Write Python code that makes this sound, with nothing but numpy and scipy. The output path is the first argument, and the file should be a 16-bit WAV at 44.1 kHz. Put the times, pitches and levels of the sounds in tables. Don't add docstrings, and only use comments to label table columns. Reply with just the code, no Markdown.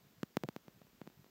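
import sys
import numpy as np
from scipy import signal
from scipy.fft import rfft, irfft
from scipy.io import wavfile
from scipy.ndimage import uniform_filter1d

SR = 44100
rng = np.random.default_rng(int(sys.argv[2]) if len(sys.argv) > 2 else 0)


def master(y):
    cut = np.clip(np.atleast_2d(y).T, -1, 1)
    pcm = np.round(cut * 32767)
    wavfile.write(sys.argv[1], SR, pcm.astype(np.int16))


def invert_db(level):
    return 10 ** (np.asarray(level, dtype=float) / 20)


N = 57330

# start in seconds, step level in dB, direction (+1 or -1), rise time in ms.
SHOVE_STEPS = [(.012, -46, 1, .9), (.0334, -32.4, -1, 1.9), (.05, -46, 1, .7), (.0652, -31, 1, 1.67),
               (.1661, -33.4, 1, 2), (.1814, -26, -1, 1.96), (.2027, -31.3, 1, 1.73),
               (.6784, -32.4, -1, 1.46), (.7451, -33, -1, 1.52), (.7602, -34.5, -1, 1.35),
               (.7748, -31.8, 1, 1.76), (.8478, -33, -1, 1.39), (.9308, -49, 1, .52), (.94, -51, -1, .6),
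               (.9468, -50, 1, .7), (.9492, -50, -1, .7), (1.1728, -26.3, 1, 1.8), (1.1933, -25.5, 1, 1.66),
               (1.2152, -31.2, 1, 1.6), (.411, -42, 1, 1.1), (.467, -40, 1, 1.1), (.833, -42, -1, 1.1),
               (.872, -44, 1, 1.1), (.985, -47, 1, .8), (1.0391, -43, 1, .96), (1.057, -46, -1, .7)]

# start in seconds, step level in dB, direction (+1 or -1), rise time in ms,
# slow creep after the step as a share of it (negative sags back).
SLIP_STEPS = [(.23116, -27.2, 1, .034, .5), (.23183, -22.3, 1, .003, -.13), (.36987, -15, 1, .003, -.06),
              (.43636, -22.4, 1, .003, -.08), (.48814, -24, 1, .003, .07), (.56342, -27, 1, .003, -.1),
              (.68173, -38, 1, .008, .17), (.8164, -43.2, 1, .14, .15), (.81802, -45.5, 1, .003, .2),
              (.86958, -53.5, 1, .01, -.3), (1.01581, -32.8, -1, .035, .68), (1.06864, -47, 1, .008, .6),
              (1.0584, -53, -1, .01, .1), (1.07449, -35.9, 1, .003, .29), (1.10063, -48, 1, .02, -.5),
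              (1.24445, -45, 1, .012, -.4), (1.26403, -49, 1, .03, -.31)]

# start in seconds, step level in dB, direction (+1 or -1), rise time in ms.
JUDDER_STEPS = [
    (.2329, -25.8, -1, 1.07),
    (.4373, -30.5, -1, .52),
    (.4426, -14.6, 1, 1.24),
    (.4442, -18.3, -1, .67),
    (.4445, -20.1, 1, .4),
    (.4488, -31.7, 1, .32),
    (.4508, -19.4, 1, .81),
    (.4511, -28.9, -1, .37),
    (.4566, -36.7, 1, 1.2),
    (1.0762, -39.5, -1, .76),
]

# corner frequency in Hz, resonance as Q (no unit).
LOW_CUT_STAGES = [(185.4, 1.124), (110.3, .868)]

# frequency in Hz, level in dB.
PORT_COLOUR = [(450, 0), (5000, -3.3), (7300, -5.8), (9750, -14.5), (12300, -5.2), (14200, -2.6),
               (15300, -2.4), (16300, -4)]

HZ = np.fft.rfftfreq(N, 1 / SR)
S = 2j * np.pi * HZ


def noise(gain):
    return irfft(rfft(rng.standard_normal(N)) * gain, N)


def pressure_steps(rows):
    creep_s = 0.0007
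    slope = 0
    for start_s, db, direction, rise_ms, *creep in rows:
        delay = S * start_s
        rounding = (2 * np.pi * HZ * rise_ms / 1000) ** 2 / 2
        edge = np.exp(-delay - rounding)
        creeping = 1 + sum(creep) / (1 + S * creep_s)
        slope = slope + np.sign(direction) * invert_db(db) * edge * creeping
    return np.cumsum(irfft(slope, N))


def rumble():
    lump_db, lump_hz, flicker_db, flicker_per_s = -48, 188, 2.5, 60
    sway_db, sway_hz = -8.5, 26.4
    hold = int(SR / flicker_per_s)
    levels = np.repeat(rng.standard_normal(N // hold + 1), hold)[:N]
    flicker = invert_db(flicker_db * uniform_filter1d(levels, hold))
    lumps = invert_db(lump_db) * noise(1 / (1 + S / (2 * np.pi * lump_hz)) ** 2)
    sway = invert_db(sway_db) * noise(1 / (1 + S / (2 * np.pi * sway_hz)) ** 3)
    return flicker * lumps + sway


def hiss():
    level_db, low_boost_db, tilt_hz, top_hz = -67.5, 4.5, 1400, 15850
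    top_cut = 1 / (1 + (HZ / top_hz) ** 150)
    low_boost = 1 + (invert_db(low_boost_db) - 1) / (1 + S / (2 * np.pi * tilt_hz))
    return invert_db(level_db) * noise(top_cut * low_boost)


def circuit_noise():
    level_db, centre_hz = -57, 55.7
    w = 2 * np.pi * centre_hz
    band = S * w / (S * S + S * w + w * w)
    return invert_db(level_db) * noise(band ** 2 * np.abs(band) ** 2)


def shoves():
    return pressure_steps(SHOVE_STEPS)


def slips():
    return pressure_steps(SLIP_STEPS)


def judder():
    return pressure_steps(JUDDER_STEPS)


def scene():
    return (rumble() + hiss() + shoves() + slips() + judder())[None]


def microphone_response():
    vent_hz, top_hz = 196.6, 16420
    gain = S / (S + 2 * np.pi * vent_hz) / (1 + (HZ / top_hz) ** 100)
    for hz, q in LOW_CUT_STAGES:
        w = 2 * np.pi * hz
        gain = gain * S * S / (S * S + S * w / q + w * w)
    port_hz, port_db = np.transpose(PORT_COLOUR)
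    colour_db = np.interp(np.log(HZ + 1), np.log(port_hz), port_db)
    return gain * invert_db(uniform_filter1d(colour_db, size=600))


def low_pass(x):
    return signal.sosfilt(signal.butter(12, 16990, fs=SR, output="sos"), x)


def record(dry):
    level = dry - np.linspace(dry[:, 0], dry[:, -1], N).T
    heard = irfft(rfft(level) * microphone_response(), N)
    return low_pass(heard + circuit_noise())


dry = scene()
out = record(dry)
master(out)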